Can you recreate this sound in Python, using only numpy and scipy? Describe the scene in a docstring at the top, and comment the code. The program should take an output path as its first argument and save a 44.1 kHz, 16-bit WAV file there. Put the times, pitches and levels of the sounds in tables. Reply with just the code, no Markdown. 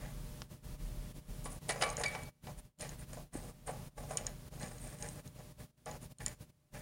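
"""A fan and mains hum fill a workshop: wavering sine lines over a low noise rumble and steady air hiss.
Close to the microphone, fingers spin a wing nut up a steel bolt that hangs from a wooden bench top: each
push plays tiny stick-slip clicks through bench and steel resonances, with thread hiss and a faint rattle.
A dry double snap comes early; then the bolt knocks in its hole, the loose nut ticks, dry steel squeaks and
a fingertip bumps the bolt, all as decaying modes, tones or noise. The level sinks between hand movements."""
import sys
import numpy as np
from scipy import signal
from scipy.fft import rfft, irfft
from scipy.io import wavfile
from scipy.ndimage import uniform_filter1d

SR = 44100
rng = np.random.default_rng(int(sys.argv[2]) if len(sys.argv) > 2 else 0)


def waveform_to_disk(signal):
    """Save audio, clipped to [-1, 1], as 16-bit WAV at the path in sys.argv[1]."""
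    frames = np.transpose(np.atleast_2d(signal))
    scaled = np.clip(frames, -1, 1) * 32767
    samples = np.round(scaled).astype(np.int16)
    wavfile.write(sys.argv[1], SR, samples)


N = 300321
TIME = np.arange(N) / SR


def undb(db):
    """Decibels to gain."""
    return 10 ** (np.asarray(db) / 20)


def unit(x):
    """Scale to rms 1."""
    return x / np.sqrt(np.mean(x ** 2))


def curve(rows):
    """Gain over time from rows of (s, dB)."""
    return undb(np.interp(TIME, *np.transpose(rows)))


def seconds(length):
    """Time axis of a short sound."""
    return np.arange(int(length * SR)) / SR


def fade(t, t60):
    """Exponential decay that has lost 60 dB after t60 seconds."""
    return np.exp(-np.log(1000) * t / t60)


def add(out, s, x):
    """Mix a short sound in at time s."""
    i = max(int(s * SR), 0)
    out[i:i + len(x)] += x[:N - i]


def emphasis(hz, tilt_db, centre_hz):
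    """A harder blow is brighter, and the spot it lands on favours one range of modes (dB)."""
    tilt = tilt_db * np.log2(np.clip(hz, 750, 4000) / 1500)
    octaves_off = np.log2(hz / centre_hz)
    return tilt + 8 * np.exp(-(octaves_off / 0.24) ** 2)


def colour(x, points, tilt_db=0, centre_hz=None):
    """Filter by a (Hz, dB) spectrum, with the emphasis of a blow if one is given."""
    hz = np.maximum(np.fft.rfftfreq(len(x), 1 / SR), 1)
    knots, db = np.transpose(points)
    db = np.interp(np.log(hz), np.log(knots), db)
    if centre_hz:
        db = db + emphasis(hz, tilt_db, centre_hz)
    return irfft(rfft(x) * undb(db), len(x))


def band(x, hz, width):
    """One resonance, gain 1 at its centre."""
    return signal.lfilter(*signal.iirpeak(hz, hz / width, SR), x)


def walk(rate):
    """Smooth random wander around zero, from rate draws a second."""
    k = int(SR / rate)
    steps = np.repeat(rng.standard_normal(N // k + 1), k)
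    return 1.5 * uniform_filter1d(steps, k)[:N]


def ring(modes, t):
    """Decaying sine modes from rows of (Hz, t60 s, dB), each starting up or down at random."""
    out = np.zeros(len(t))
    for hz, t60, db in modes:
        sign = rng.choice([-1, 1])
        out += sign * undb(db) * fade(t, t60) * np.sin(2 * np.pi * hz * t)
    return out


def slips(rate, spread_db):
    """Tiny stick-slip clicks of uneven size, about rate of them a second."""
    size = undb(spread_db * np.minimum(rng.exponential(size=N), 3))
    happens = rng.random(N) < rate / SR
    return happens * size * rng.standard_normal(N)


# Fan shaft harmonics, mains hum and a thin whine.
# Each row: pitch in Hz, sine amplitude in dB around which it wavers.
HUM = [(70.5, -64.5), (119.8, -56.5), (143.5, -53), (172.2, -57.5), (200.9, -66.5), (239.8, -62.5),
       (480, -71), (599.6, -63.5), (9628, -72)]
# Low rumble that swells once, then settles. 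Each row: time in seconds, rms level in dB before chance and dips.
RUMBLE = [(0, -47.5), (.7, -44.5), (1.7, -51), (3, -52), (5.1, -57), (6.8, -57.5)]
# Spectrum of the air hiss. Each row: frequency in Hz, relative level in dB per Hz.
AIR = [(26, -39), (45, -9), (92, -9.5), (150, -9.5), (206, -16), (244, -16.5), (563, -27), (606, -25),
       (685, -28), (1150, -30), (1330, -33), (7950, -36.5), (9440, -38.5), (15800, -38)]
RUMBLE_SWELL_DB = 0.5  # how far the rumble swells by chance
RUMBLE_DIP = 0.18  # the rumble sinks further in a dip, by this share of its dB


def workshop():
    """Fan and mains lines waver in level and phase over a narrow low rumble, steady hiss and a thin noisy whine."""
    hum = np.zeros(N)
    for hz, db in HUM:
        level = undb(db + 0.37 * walk(4.7))
        hum += level * np.sin(2 * np.pi * hz * TIME + 0.28 * walk(3.4))
    rumble = unit(band(band(rng.standard_normal(N), 37, 13), 37, 13))
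    rumble = rumble * curve(RUMBLE) * undb(RUMBLE_SWELL_DB * walk(5.6)) * dips() ** RUMBLE_DIP
    air = unit(colour(rng.standard_normal(N), AIR))
    whine = unit(band(rng.standard_normal(N), 9650, 350))
    return hum + rumble + undb(-52) * air + undb(-70.0) * whine


# Each push of a finger turns the nut a little. Each row: moment of full hold in seconds, length in seconds,
# rub on the bench in dB, rub on the steel in dB, thread hiss in dB, pitch of the hiss in Hz.
# The levels are those at full hold, before the dips.
STROKES = [(.02, 0.1, -56.5, -59, -66, 9400), (1.452, 0.026, -55.5, -72, -42.5, 9400),
           (1.51, 0.066, -54.5, -65, -51, 9650), (1.695, 0.027, -43, -63, -37, 9600),
           (1.745, 0.13, -46, -56, -57, 9600), (1.82, 0.11, -44.5, -59, -46.5, 9400),
           (1.99, .1, -44, -49, -45.5, 9100), (2.117, .12, -49.5, -56, -55.5, 9200),
           (2.485, .05, -52, -72, -76, 9350), (2.58, 0.021, -65, -67, -52, 9300),
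           (2.812, 0.028, -52.5, -65, -48.5, 9040), (2.824, 0.11, -50, -54, -55.5, 9030),
           (2.997, 0.033, -65, -62, -56.5, 9000), (3.133, 0.02, -48.5, -55.5, -54, 8950),
           (3.175, 0.034, -52.5, -78, -69, 8900), (3.341, 0.064, -51, -57, -52.5, 8700),
           (3.43, 0.092, -53.5, -71, -60, 8700), (3.673, 0.039, -50.5, -57.5, -46, 8770),
           (3.73, 0.11, -55.5, -70, -73, 8800), (3.98, 0.037, -48.5, -60, -56, 9110),
           (4.032, 0.033, -47.5, -64, -62, 9100), (4.105, 0.11, -47, -57.5, -52, 9200),
           (4.23, 0.1, -54, -66, -71, 9100), (4.53, 0.073, -58, -73, -77, 8800),
           (4.615, 0.079, -50, -56, -51, 8760), (4.72, 0.091, -57, -63, -57, 8700),
           (4.822, 0.31, -57, -61.5, -54.5, 8670), (4.935, 0.014, -54, -67, -62, 8650),
           (4.995, .02, -56, -60, -54, 8750), (5.035, .07, -50, -54.5, -51, 8750),
           (5.163, 0.067, -57.5, -67, -61, 8800), (5.385, 0.041, -54, -67, -83, 9200),
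           (5.606, 0.032, -62, -64, -66, 9200), (5.875, .09, -47, -58.5, -66, 9100),
           (6.025, 0.029, -68, -72, -53, 9830), (6.211, 0.13, -55.5, -56, -59.5, 9200),
           (6.761, 0.17, -54.5, -55.5, -62.5, 9280)]
PUSH_S, PUSH_SHARE = 0.011, .12  # taking hold: shortest time, and the share of the push length added to it
SAG_DB, LET_GO_S = 8, 0.0092  # easing off along the push; time constant of the release


def pushes(column):
    """Gain over time of all the pushes, each at its own level (dB): attack, sagging hold, release."""
    power = np.zeros(N)
    for (s, length, *_), db in zip(STROKES, column):
        attack = PUSH_S + PUSH_SHARE * length
        t = seconds(length + .25) - attack  # zero at full hold
        take_hold = np.clip(1 + t / attack, 0, 1)
        hold = undb(db - SAG_DB * np.clip(t / length, 0, 1))
        release = np.exp(-np.maximum(t - length, 0) / LET_GO_S)
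        add(power, s - attack, (take_hold * hold * release) ** 2)
    return np.sqrt(power)


# Bench top and bolt together, rubbed here and struck in the knocks.
# Each row: pitch in Hz, t60 in seconds (used by the knocks only), relative level in dB.
BENCH_MODES = [(473, 0.1, -3), (603, 0.38, -9), (636, 0.36, -8.5), (719.6, 0.092, 0.5), (758.4, 0.19, -0.5),
               (825, 0.11, -0.5), (1002, 0.2, -4.5), (1140.5, 0.25, -3.5), (1520, 0.14, -15.5),
               (1736, 0.076, 1), (1970, 0.17, -2), (2297, .2, -3), (2400, .13, -11.5), (2940, .14, -14.5),
               (2990, 0.18, -8), (3623, 0.051, -1), (3830, 0.056, -5), (5010, 0.035, 4)]
# Resonances of the rubbed bolt. Each row: pitch in Hz, width in Hz, relative level in dB.
STEEL = [(1724, 250, 5), (1962, 200, 2), (2310, 76, -0.5), (4070, 640, -19)]
# Spectrum of the rub on the bench. Each row: frequency in Hz, relative level in dB per Hz.
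RUB_COLOUR = [(210, -44), (350, -6.5), (608, -2.5), (689, -11), (852, -2.5), (930, -12), (1030, -5.5),
              (1440, -7.5), (1720, -34.5), (3600, -29.5), (7000, -5), (9100, -56.5), (15400, -120)]


def rubbing():
    """Slips in the thread ring the bench below and the steel above."""
    _, _, rub_db, steel_db, _, _ = np.transpose(STROKES)
    grit = slips(rate=2200, spread_db=2.5) * undb(2.2 * walk(90))
    wood = sum(undb(db) * band(grit, hz, 25) for hz, _, db in BENCH_MODES)
    steel = unit(sum(undb(db) * band(grit, hz, width) for hz, width, db in STEEL))
    rub = unit(grit) + undb(-3.0) * unit(wood)
    rub = unit(colour(rub, RUB_COLOUR, tilt_db=-1.5, centre_hz=547))
    return rub * pushes(rub_db) + steel * pushes(steel_db)


# Broad resonances of the thread. Each row: pitch in Hz, width in Hz before widening, relative level in dB.
THREAD = [(4240, 500, -16), (7260, 1200, -3), (8060, 890, -0.5), (9670, 590, 3)]
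# Nut and bolt, damped by the fingers; they rattle here and ring in the ticks.
# Each row: pitch in Hz, t60 in seconds, relative level in dB.
NUT_MODES = [(3040, 0.017, -17), (4200, 0.024, -17), (5470, 0.0055, -4), (6500, 0.012, -10),
             (6940, 0.0089, 3.5), (8520, 0.01, -5.5), (9120, 0.0088, -0.5)]
RATTLE_PER_S, RATTLE_DB = 45, -12.5  # faint ticks while the nut turns; their level within the thread hiss


def thread_hiss():
    """Finer, denser slips hiss broadly and at a wandering pitch, while the loose nut rattles."""
    s, _, _, _, hiss_db, pitch_hz = np.transpose(STROKES)
    hiss_hz = np.interp(TIME, s, pitch_hz)
    fine = slips(rate=5000, spread_db=1.5) * undb(2 * walk(110))
    broad = np.zeros(N)
    for hz, width, db in THREAD:
        wide = 1.6 * width  # widened, as the resonance is applied twice
        broad += undb(db) * band(band(fine, hz, wide), hz, wide)
    # a resonance that follows the contact: smoothed slips carried up to its pitch
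    smooth = signal.sosfilt(signal.butter(2, 320, fs=SR, output="sos"), fine)
    narrow = unit(smooth * np.sin(2 * np.pi * np.cumsum(hiss_hz) / SR))
    taps = slips(rate=RATTLE_PER_S, spread_db=1)
    rattle = unit(signal.fftconvolve(taps, ring(NUT_MODES, seconds(.03)))[:N])
    hiss = undb(-6.5) * unit(broad) + undb(-4) * narrow + undb(RATTLE_DB) * rattle
    return hiss * pushes(hiss_db)


# A small dry double snap. Each row: start in seconds, peak level in dB.
SNAPS = [(0.419, -26.5), (0.4225, -35)]


def snaps():
    """Three modes that die within a few milliseconds make a dry snap."""
    out, t = np.zeros(N), seconds(.08)
    snap = ring([(1270, 0.0032, 0.63), (3070, 0.0023, 0), (5450, 0.0021, 2)], t)
    for s, db in SNAPS:
        add(out, s, undb(db) * snap / np.abs(snap).max())
    return out


# The level dips between movements.
# Each row: low from this time in seconds, length of the low in seconds, depth in dB, time to sink in seconds.
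DIPS = [(0.479, 0.0064, -14.5, 0.056), (0.605, 0.015, -16, 0.069), (0.773, 0.0049, -10, 0.024),
        (1.132, 0.0032, -11, 0.016), (1.211, 0.056, -10, 0.023), (1.597, 0.0044, -13, 0.013),
        (2.315, 0.1, -23, 0.023), (2.55, 0.017, -6.5, 0.035), (2.614, 0.028, -11.5, 0.016),
        (2.729, .043, -32.5, 0.097), (2.969, 0.0083, -4.5, 0.022), (3.057, 0.0095, -8.5, .02),
        (3.302, 0.011, -23, 0.079), (3.523, 0.13, -9.5, 0.023), (3.902, 0.051, -18.5, 0.023),
        (4.336, .12, -3, 0.036), (4.498, 0.004, -15, 0.014), (4.723, .08, -2, 0.034),
        (4.972, 0.0049, -6, 0.027), (5.223, 0.0092, -10.5, .025), (5.303, .04, -9, .035),
        (5.373, .15, -3.5, .03), (5.535, 0.034, -14.5, 0.016), (5.68, 0.17, -17, 0.04),
        (5.72, 0.047, -28, 0.037), (5.99, .008, -9, 0.021), (6.088, 0.0046, -12.5, 0.03),
        (6.14, 0.039, -24, 0.019), (6.358, 0.026, -15.5, 0.026), (6.462, 0.026, -15.5, 0.035),
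        (6.513, 0.2, -23.5, 0.018)]
RECOVER_S = 0.027  # time to come out of a dip


def dips():
    """Gain that sinks, stays low and recovers at each pause; the deepest dip wins where they overlap."""
    db = np.zeros(N)
    for s, length, depth_db, sink in DIPS:
        corners = [s - sink, s, s + length, s + length + RECOVER_S]
        db = np.minimum(db, np.interp(TIME, corners, [0, depth_db, depth_db, 0]))
    return undb(db)


# The bolt knocks in its hole. Each row: start in seconds, level in dB before the dips,
# decay time constant of the chatter in seconds, tilt in dB per octave, favoured pitch in Hz.
KNOCKS = [(1.456, -39.5, 0.013, -1, 1060), (1.692, -30, 0.019, 2, 730), (1.695, -32.5, 0.023, -1.5, 1940),
          (1.812, -31.5, 0.015, 1, 2890), (1.823, -22, 0.0063, 2.5, 800), (1.832, -28, 0.014, -2, 1130),
          (1.835, -31, .0079, 6, 2330), (1.864, -34, 0.0088, -8, 1146), (2.004, -37, 0.02, -8, 800),
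          (2.036, -28, 0.0064, 3.5, 1860), (2.039, -30.5, 0.0056, 4.5, 3650), (2.15, -33, .01, -1, 830),
          (2.47, -39, .006, -1.5, 760), (2.808, -47.5, 0.051, 12, 1950), (3.172, -43, .0092, -11.5, 700),
          (3.676, -39.5, 0.016, -2.5, 990), (3.692, -35.5, 0.016, -7, 820), (4.11, -37, .009, -3.5, 680),
          (4.152, -40, .008, -8, 521), (4.174, -40, 0.012, 3.5, 2900), (4.268, -43.5, 0.0098, 2.5, 1693),
          (4.63, -42, 0.012, 1, 480), (5.863, -36.5, 0.011, -2, 800), (6.263, -42, 0.01, 1.5, 2080)]
# Spectrum of the knock noise. Each row: frequency in Hz, relative level in dB per Hz.
KNOCK_COLOUR = [(180, -42.5), (300, -18), (482, 3), (841, -5.5), (959, -11.5), (1170, -4), (1310, -7.5),
                (2280, -7.5), (3610, -15.5), (4180, -11.5), (7540, -22.5), (9640, -18), (15000, -53)]


def knocks():
    """A decaying noise burst is the blow and its chatter; the wood rings and the room keeps the lows."""
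    out, t = np.zeros(N), seconds(.6)
    for s, db, chatter, tilt_db, centre_hz in KNOCKS:
        noises = rng.standard_normal((2, len(t)))
        crack, room = (colour(noise, KNOCK_COLOUR, tilt_db, centre_hz) for noise in noises)
        contact = unit(crack) * np.exp(-t / chatter)
        modes = [(hz, t60, d + emphasis(hz, tilt_db, centre_hz)) for hz, t60, d in BENCH_MODES]
        wood = ring(modes, t) * (1 - np.exp(-t / 0.0014))
        wood = wood / np.linalg.norm(undb(np.transpose(modes)[2]))  # same strength whichever modes are favoured
        room = unit(band(room, 950, 1600)) * fade(t, 0.64) * (1 - np.exp(-t / 0.0079))
        knock = undb(-3.5) * contact + undb(-3.5) * wood + undb(-19.5) * room
        add(out, s, undb(db) * knock)
    return out


# The nut ticks on the thread. Each row: start in seconds, peak level in dB before the scatter,
# pitch in Hz to which the nut modes are scaled, boost of the upper modes in dB.
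TICKS = [(1.6925, -42, 6800, 1.5), (1.708, -28, 6700, 7.5), (1.722, -32, 6500, -3.5),
         (1.8213, -23.5, 6660, 2), (1.891, -36, 6470, -13), (1.901, -29.5, 6550, 4.5),
         (1.9687, -25.5, 6800, -6), (1.999, -34, 7450, 14), (2.014, -31, 6660, -2.5),
         (2.036, -29.5, 6780, 0), (2.062, -31, 6800, -3.5), (2.082, -35, 6440, 7), (2.234, -40.5, 6900, 0),
         (2.7876, -50, 6950, 5), (2.797, -41, 6900, 2), (2.809, -35, 6930, -6), (2.892, -37, 6700, -14),
         (3.132, -39, 6970, 1), (4.172, -17, 6840, 3), (4.267, -22.5, 6750, -2.5), (4.598, -43, 6560, -7),
         (4.63, -37, 6640, -9), (4.682, -43, 6600, -5), (4.783, -45, 6750, -4), (4.9868, -43, 6560, 5),
         (5.025, -28.5, 6590, 0), (5.0877, -32.5, 6620, 5), (5.276, -44.5, 6560, -2),
         (5.8592, -37.5, 6860, 7), (5.913, -38, 6850, -13), (6.185, -43.5, 6900, 8),
         (6.2622, -19, 7000, -1.5), (6.281, -29.5, 7160, -5)]
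NUT_HZ, LOWER_HZ, UPPER_HZ = 6890, 5000, 7800  # unscaled pitch; low modes lie below, upper modes above


def ticks():
    """Steel meets steel and bounces once: a few milliseconds of ring, then a faint scatter from bench and room."""
    out, t = np.zeros(N), seconds(0.18)
    for s, db, hz, upper_db in TICKS:
        soft_db = -.4 * (db + 24.5)  # a gentle touch favours the low modes
        modes = []
        for f, t60, d in NUT_MODES:
            level_db = d + upper_db * (f > UPPER_HZ) + soft_db * (f < LOWER_HZ)
            modes.append((f * hz / NUT_HZ, t60, level_db))
        tick = ring(modes, t) * (1 - np.exp(-t / 0.0001))
        lag = int(SR * rng.uniform(0.00097, 0.0025))
        bounce = np.pad(tick, (lag, 0))[:len(t)]
        tick = tick + undb(-7.5) * bounce
        tail = rng.standard_normal(len(t)) * fade(t, 0.22)
        scatter = unit(signal.fftconvolve(tick, tail)[:len(t)])
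        add(out, s, undb(db) * (tick / np.abs(tick).max() + undb(-44) * scatter))
    return out


# Dry steel squeaks. Each row: middle in seconds, length in seconds, pitch in Hz, level in dB before the dips.
SQUEAKS = [(2.057, .014, 2396, -43), (2.063, 0.021, 2310, -29), (2.079, 0.055, 2275, -40),
           (2.263, 0.03, 4460, -61), (4.622, 0.043, 4110, -56)]
# The bolt rings on. Each row: pitch in Hz, t60 in seconds, relative level in dB.
SQUEAK_MODES = [(2283, .8, -9), (2380, 0.3, -5), (4540, .2, -18.5)]


def squeaks():
    """The thread grabs at a pitch of the bolt, a swelling tone and its octave; the bolt rings on afterwards."""
    out = np.zeros(N)
    for s, length, hz, db in SQUEAKS:
        t = seconds(length)
        phase = 2 * np.pi * hz * t
        tone = np.sin(phase) + undb(-12) * np.sin(2 * phase)
        add(out, s - length / 2, undb(db) * np.hanning(len(t)) * tone)
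    ringing = signal.fftconvolve(out, ring(SQUEAK_MODES, seconds(0.71)))[:N]
    return out + undb(-54.5) * ringing


# A fingertip bumps the bolt. Each row: start in seconds, level in dB before the decay, pitch in Hz.
BUMPS = [(3.354, -29, 300), (4.635, -33, 215)]


def fingertip_bumps():
    """A soft fingertip gives one low sine that dies at once."""
    out, t = np.zeros(N), seconds(.08)
    for s, db, hz in BUMPS:
        add(out, s, undb(db) * np.sin(2 * np.pi * hz * t) * fade(t, 0.029))
    return out


def scene():
    """Everything at the bench, one channel; ticks, snaps and bumps stay clear of the dips."""
    dipping = workshop() + rubbing() + thread_hiss() + knocks() + squeaks()
    return (dipping * dips() + snaps() + ticks() + fingertip_bumps())[None]


def record(dry):
    """The recorder cuts the top, steeply above 15850 Hz."""
    return signal.sosfilt(signal.ellip(10, .1, 70, 15850, fs=SR, output="sos"), dry)


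dry = scene()
out = record(dry)
waveform_to_disk(out)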